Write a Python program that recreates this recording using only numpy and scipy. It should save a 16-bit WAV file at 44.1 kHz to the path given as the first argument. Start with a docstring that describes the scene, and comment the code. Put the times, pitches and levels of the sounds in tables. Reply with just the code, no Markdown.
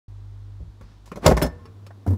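"""Refrigerator door, from inside.

The compressor hums. A hand takes the door; the seal creaks, peels and lets go with a clunk that booms
through the cabinet. Bottles clink and jars ring in the rack, kitchen noise comes in, the plastic
ticks as the door swings out, and a last dull bump sets a panel drumming."""
import sys
import numpy as np
from scipy import signal
from scipy.fft import rfft, irfft, next_fast_len
from scipy.io import wavfile
from scipy.ndimage import uniform_filter1d

SR = 44100
rng = np.random.default_rng(int(sys.argv[2]) if len(sys.argv) > 2 else 0)


def generate_wav(sig):
    """Save sig (samples, or channels by samples) to the path in sys.argv[1] as 16-bit PCM at SR."""
    pcm = np.round(np.clip(np.atleast_2d(sig).T, -1, 1) * 32767).astype(np.int16)
    wavfile.write(sys.argv[1], SR, pcm)


N = 95961
ATTACK_S = .002


def undb(db):
    """Decibels to gain."""
    return 10 ** (np.asarray(db) / 20)


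def clock():
    """Time of each sample in seconds."""
    return np.arange(N) / SR


def colour(x, points):
    """Filter by (Hz, dB) points, roll off below the first, scale to rms 1."""
    hz, db = np.array(points).T
    size = next_fast_len(N, True)
    bin_hz = np.maximum(np.arange(size // 2 + 1) * SR / size, 1)
    gain = undb(np.interp(np.log(bin_hz), np.log(hz), db))
    low_cut = np.sqrt(1 + (hz[0] / bin_hz / 2) ** 4)
    y = irfft(rfft(x, size) * gain / low_cut, size)[:N]
    return y / y.std()


def noise(points):
    """Coloured noise of rms 1."""
    return colour(rng.standard_normal(N), points)


def strike(at, rise_s, t60_s, hold_s=0):
    """Envelope: rise, hold until hold_s after the start, exponential decay."""
    age = np.maximum(clock() - at, 0)
    onset = np.sin(np.pi / 2 * np.minimum(age / rise_s, 1)) ** 2
    return onset * np.exp(-np.log(1000) * np.maximum(age - max(rise_s, hold_s), 0) / t60_s)


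def tone(at, hz):
    """Sine of rms 1 with zero phase at the given time."""
    return np.sqrt(2) * np.sin(2 * np.pi * hz * (clock() - at))


def force(hits):
    """One impulse at each (s, dB)."""
    pushes = np.zeros(N)
    for at, db in hits:
        pushes[int(at * SR)] += undb(db)
    return pushes


def ring(hits, modes):
    """Strike (Hz, dB, t60 s) modes at each (s, dB)."""
    response = sum(undb(db) * tone(0, hz) * strike(0, ATTACK_S, t60) for hz, db, t60 in modes)
    return signal.fftconvolve(force(hits), response)[:N]


def smear(x, tail):
    """Spread a sound over a tail of unit energy."""
    return signal.fftconvolve(x, tail / np.sqrt(np.sum(tail ** 2)))[:N]


# Hum levels. Each row: time in seconds, mains line in dB, its octave in dB.
HUM_LEVELS = [(.08, -42.5, -40), (.59, -44.5, -39.5), (.71, -52, -47.5), (.85, -52, -48),
              (1.0, -48.5, -53.5), (1.2, -47.5, -50.5), (1.55, -53.5, -52.5), (1.7, -60.5, -46),
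              (1.83, -65, -41.5), (2.05, -68, -47.5)]
# Air and motor noise. Each row: frequency in Hz, relative density in dB.
AIR_SPECTRUM = [(30, -7), (90, -1.5), (160, -5.5), (300, -3.5), (600, -14), (1000, -11.5), (2000, -22.5),
                (2800, -25), (3600, -22), (6000, -28.5), (9000, -35), (15000, -42.5)]
MAINS_HZ, AIR_DB = 50, -59


def compressor():
    """Mains hum and its octave over a soft rush of air."""
    times, mains_db, octave_db = np.array(HUM_LEVELS).T
    mains = undb(np.interp(clock(), times, mains_db)) * tone(0, MAINS_HZ)
    octave = undb(np.interp(clock(), times, octave_db)) * tone(0, 2 * MAINS_HZ)
    return mains + octave + undb(AIR_DB) * noise(AIR_SPECTRUM)


# Air booms. Each row: start in seconds, pitch in Hz, level in dB, rise and t60 in seconds.
AIR_BOOMS = [(0.599, 63, -29.5, 0.014, 0.12), (0.668, 58, -32, 0.011, 0.066), (.815, 48, -37, 0.019, 0.088),
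             (1.231, 76, -38, 0.09, 0.22), (1.267, 66, -13.5, .015, 0.13), (1.317, 58, -14, 0.0066, 0.29),
             (1.426, 62.4, -21.5, 0.012, 0.22), (1.49, 85.7, -40, 0.016, 1)]


def boom():
    """The enclosed air swings as the door moves."""
    return sum(undb(db) * tone(at, hz) * strike(at, rise, t60) for at, hz, db, rise, t60 in AIR_BOOMS)


# Nudges of the hand. Each row: start in seconds, force in dB.
NUDGES = [(.603, -36), (.622, -48.5), (.812, -49), (1.118, -40.5)]
# Cabinet modes. Each row: frequency in Hz, relative level in dB, t60 in seconds.
CABINET_MODES = [(126, -14, .25), (158, -7, .32), (230, -15, .22), (364, -12, .24), (400, -11, .18),
                 (504, -9, .15), (560, -4, .17), (618, -1, .15), (693, -13, .18), (817, -14, .13),
                 (942, -12, .14), (1090, -16, .15), (1284, -17, .18), (1440, -20, .19), (2120, -20, .15)]
# Hand rubbing the door. Each row: frequency in Hz, relative density in dB.
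RUB_SPECTRUM = [(200, 17.5), (500, -5.5), (1200, 2), (2800, -7.5), (5000, -5.5), (7500, -18.5),
                (10000, -36), (16000, -33.5)]
NUDGE_CUTOFF_HZ, RUB_DB = 200, -58


def hand():
    """Soft nudges wake the cabinet's low modes; the grip rubs as it settles."""
    soften = signal.butter(4, NUDGE_CUTOFF_HZ, fs=SR, output="sos")
    nudges = signal.sosfilt(soften, ring(NUDGES, CABINET_MODES))
    rub = undb(RUB_DB) * noise(RUB_SPECTRUM) * strike(at=.81, rise_s=.03, t60_s=.6, hold_s=.11)
    return nudges + rub


# Reflections off liner and shelves. Each row: delay in ms, gain in dB.
LINER_ECHOES = [(1.7, -18), (2.9, -14), (4.6, -10), (7.3, -3.5)]


def boxed(x):
    """Close reflections comb the sound; rms 1."""
    y = x + sum(undb(db) * np.roll(x, int(ms * SR / 1000)) for ms, db in LINER_ECHOES)
    return y / y.std()


# Hollow body of the door. Each row: frequency in Hz, relative density in dB.
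BODY_SPECTRUM = [(50, -21.5), (110, 0), (160, 6), (270, -1), (400, -1.5), (480, 0.5), (600, -0.5),
                 (760, -24.5), (1000, -22), (2000, -52.5)]
# Plastic clack. Each row: multiple of its pitch, relative density in dB.
CLACK_SPECTRUM = [(.32, -27), (.72, 1), (1, 9.5), (1.3, -2.5), (1.7, -5.5), (2.2, -4), (2.9, -21.5),
                  (5.2, -43)]
# Bright snap. Each row: frequency in Hz, relative density in dB.
SNAP_SPECTRUM = [(900, -12), (2200, 0.5), (3000, -0.5), (3700, 0.5), (5800, 1.5), (8000, -3.5), (9200, -9),
                 (10800, -6), (13000, -12), (16000, -12.5)]


def knocks(rows, body=BODY_SPECTRUM):
    """Dense, quickly damped ringing of plastic: hollow body, pitched clack and snap per contact."""
    hollow, snap = noise(body), boxed(noise(SNAP_SPECTRUM))
    out = 0
    for at, body_db, clack_db, clack_hz, snap_db, t60 in rows:
        clack = boxed(noise([(ratio * clack_hz, db) for ratio, db in CLACK_SPECTRUM]))
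        contact = undb(body_db) * hollow + undb(clack_db) * clack + undb(snap_db) * snap
        out += strike(at, ATTACK_S, t60) * contact
    return out


# Light contacts. Each row: start in seconds, body in dB, clack in dB, clack pitch in Hz, snap in dB,
# t60 in seconds.
LIGHT_CONTACTS = [(.603, -47, -63.5, 423, -80, 0.12), (.809, -44.5, -49, 1000, -60, .11),
                  (1.057, -62, -59, 1000, -53.5, 0.2), (1.075, -47, -54, 1000, -77, 0.047),
                  (1.1155, -30, -34, 1150, -51.5, .075), (1.157, -35, -40, 1000, -47.5, 0.1),
                  (1.1715, -30.5, -34.5, 600, -60.5, 0.074), (1.654, -50.5, -48, 1200, -66, 0.11),
                  (1.8645, -44.5, -47.5, 1200, -51, 0.065), (1.9055, -53, -42, 780, -72, 0.054)]


def ticks():
    """Handle, seal and plastic creak and tick."""
    return knocks(LIGHT_CONTACTS)


# Peeling gasket. Each row: frequency in Hz, relative density in dB.
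PEEL_SPECTRUM = [(60, 11), (160, 1.5), (400, 5.5), (620, -1.5), (1000, -2.5), (2000, -14), (3200, -20),
                 (7500, -29.5), (10000, -33.5), (16000, -38)]
PEEL_S, RELEASE_S, RELEASE_DB, SWELL_DB_PER_S = 1.19, 1.2615, -13, 720
GRAIN_DEPTH, GRAIN_SAMPLES = .25, 16


def seal():
    """Tiny separations of the gasket swell up to the release."""
    hiss = rng.standard_normal(N)
    roughness = np.repeat(rng.standard_normal(N // GRAIN_SAMPLES + 1), GRAIN_SAMPLES)[:N]
    grains = colour(hiss * np.exp(GRAIN_DEPTH * roughness), PEEL_SPECTRUM)
    swell = undb(RELEASE_DB + SWELL_DB_PER_S * np.minimum(clock() - RELEASE_S, 0))
    return grains * swell * strike(PEEL_S, rise_s=.01, t60_s=.06, hold_s=RELEASE_S - PEEL_S)


# Blows of door and rack. Each row: start in seconds, cabinet drive in dB, body in dB, clack in dB,
# clack pitch in Hz, snap in dB, t60 in seconds.
DOOR_BLOWS = [(1.2620, -4.5, -16.5, -11.5, 926, -11.5, 0.038),
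              (1.277, -14.5, -14, -19.5, 930, -26.5, 0.072), (1.290, -32, -8.5, -32, 800, -44, 0.05),
              (1.299, -38, -28, -29.5, 1170, -38, 0.15), (1.311, -28, -10.5, -15, 826, -44, 0.071),
              (1.320, -44, -16, -20.5, 930, -42, 0.017), (1.3675, -25, -25.5, -24.5, 1080, -33.5, 0.053),
              (1.374, -32.5, -24.5, -22.5, 980, -39, 0.072), (1.392, -39, -28.5, -34, 877, -52, 0.19),
              (1.4154, -32, -26.5, -23.5, 1540, -35.5, 0.079), (1.4215, -20, -17, -27.5, 894, -32.5, 0.092),
              (1.438, -30, -29, -24.5, 800, -46.5, 0.12), (1.452, -46, -19.5, -51, 900, -51, 0.043),
              (1.463, -50, -30.5, -38, 900, -44, 0.05)]
CABINET_GAIN_DB, CABINET_RISE_S = -5, .0017


def door():
    """The door jumps free, its rack rattles and the cabinet rings."""
    rattle = knocks([(at, *contact) for at, _, *contact in DOOR_BLOWS])
    return rattle + cabinet([row[:2] for row in DOOR_BLOWS])


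def cabinet(hits):
    """Each blow adds energy to the cabinet's modes; it leaks away at each mode's own rate."""
    energy, first_s = force(hits) ** 2, hits[0][0]
    out = 0
    for hz, db, t60 in CABINET_MODES:
        retained = np.exp(-2 * np.log(1000) / (t60 * SR))
        stored = signal.lfilter([1], [1, -retained], energy)
        swing = uniform_filter1d(np.sqrt(stored), int(CABINET_RISE_S * SR))
        out += undb(db + CABINET_GAIN_DB) * swing * tone(first_s, hz)
    return out


# Bottle contacts. Each row: start in seconds, force in dB.
BOTTLE_HITS = [(1.422, -34)]
# Bottle modes. Each row: frequency in Hz, relative level in dB, t60 in seconds.
BOTTLE_MODES = [(2250, -7, .05), (3413, -7, .08), (3618, -15, .15), (5114, -7, .09), (5270, -5, .12),
                (8200, -1, .035), (9959, -4, .07), (13000, -4, .03), (14090, 4, .035), (14300, 1, .03)]
# Clicks of the swinging rack. 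Each row: start in seconds, force in dB.
RACK_HITS = [(1.654, -60.5), (1.8645, -59.5)]
# Rack modes. Each row: frequency in Hz, relative level in dB, t60 in seconds.
RACK_MODES = [(1330, -3, .07), (2480, 0, .07), (2750, -3, .05), (3550, -4, .05), (4550, -5, .05),
              (5350, -3, .05), (6700, -8, .04), (10000, -10, .05)]
CHATTER_GAIN_DB, CHATTER_T60_S = 2, .03


def rack():
    """Bottles clink and plastic clicks, each contact chattering in many tiny touches."""
    clean = ring(BOTTLE_HITS, BOTTLE_MODES) + ring(RACK_HITS, RACK_MODES)
    touches = rng.standard_normal(N) * strike(0, ATTACK_S, CHATTER_T60_S)
    return clean + undb(CHATTER_GAIN_DB) * smear(clean, touches)


# Ringing jars. Each row: start in seconds, pitch in Hz, level in dB, t60 in seconds.
JAR_TONES = [(1.425, 1787, -45, .42), (1.425, 1750, -52, .45), (1.515, 481, -48, .38),
             (1.585, 1066, -58, .55), (1.645, 452, -54, .5)]
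JAR_RISE_S = .015


def jars():
    """Jars ring faintly after the rattle."""
    return sum(undb(db) * tone(at, hz) * strike(at, JAR_RISE_S, t60) for at, hz, db, t60 in JAR_TONES)


# Kitchen noise. Each row: frequency in Hz, relative density in dB.
KITCHEN_SPECTRUM = [(110, -14.5), (200, 3), (300, -0.5), (450, -5.5), (700, -16.5), (1300, -19),
                    (3000, -39.5)]
KITCHEN_DB, OPEN_S, OPEN_FADE_S = -57, 1.54, .089


def kitchen():
    """Room noise comes in through the widening gap."""
    gap = np.clip((clock() - OPEN_S) / OPEN_FADE_S, 0, 1)
    return undb(KITCHEN_DB) * noise(KITCHEN_SPECTRUM) * gap


# Contacts of the last bump. Each row: start in seconds, body in dB, clack in dB, clack pitch in Hz,
# snap in dB, t60 in seconds.
BUMP_CONTACTS = [(2.0635, -23.5, -34.5, 750, -65, 0.079), (2.074, -25, -41.5, 940, -52, .14),
                 (2.104, -26, -44, 810, -74, 0.15), (2.131, -33.5, -53, 910, -70, 0.15)]
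# Hollow body of the bump. Each row: frequency in Hz, relative density in dB.
BUMP_SPECTRUM = [(80, -17.5), (150, -4.5), (240, 6), (310, -5), (450, -7), (650, -23), (1000, -25),
                 (2000, -46.5)]
PANEL_S, PANEL_HZ, PANEL_DB = 2.066, 94.2, -16.5


def bump():
    """Dull knocks and a briefly drumming panel."""
    envelope = strike(PANEL_S, rise_s=.018, t60_s=.14, hold_s=.064)
    panel = undb(PANEL_DB) * tone(PANEL_S, PANEL_HZ) * envelope
    return panel + knocks(BUMP_CONTACTS, BUMP_SPECTRUM)


# Room reverberation. Each row: frequency in Hz, relative density in dB.
ROOM_SPECTRUM = [(80, -7), (200, 9.5), (500, -8.5), (1200, 2), (2500, -3.5), (6000, -11.5), (16000, -18)]
ROOM_GAIN_DB, ROOM_T60_S = -29.5, .7


def room(x):
    """The room returns a faint tail."""
    tail = noise(ROOM_SPECTRUM) * strike(0, rise_s=.013, t60_s=ROOM_T60_S)
    return undb(ROOM_GAIN_DB) * smear(x, tail)


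def scene():
    """Contact sounds and their room tail over booms, hum and kitchen noise; mono."""
    near = door() + rack() + jars() + seal() + ticks() + bump() + hand()
    return (near + room(near) + boom() + compressor() + kitchen())[None]


MIC_ON_S, MIC_FADE_S = .081, .002
LOW_CUT_HZ, HIGH_CUT_HZ, CEILING = 40, 15600, .92


def record(dry):
    """The microphone opens after a moment, sheds rumble, rounds the loudest peaks and cuts the top."""
    opened = np.clip((clock() - MIC_ON_S) / MIC_FADE_S, 0, 1)
    thin = signal.sosfilt(signal.butter(4, LOW_CUT_HZ, "high", fs=SR, output="sos"), dry)
    rounded = thin / (1 + (thin / CEILING) ** 6) ** (1 / 6)
    return signal.sosfilt(signal.ellip(10, .2, 80, HIGH_CUT_HZ, fs=SR, output="sos"), rounded * opened)


dry = scene()
out = record(dry)
generate_wav(out)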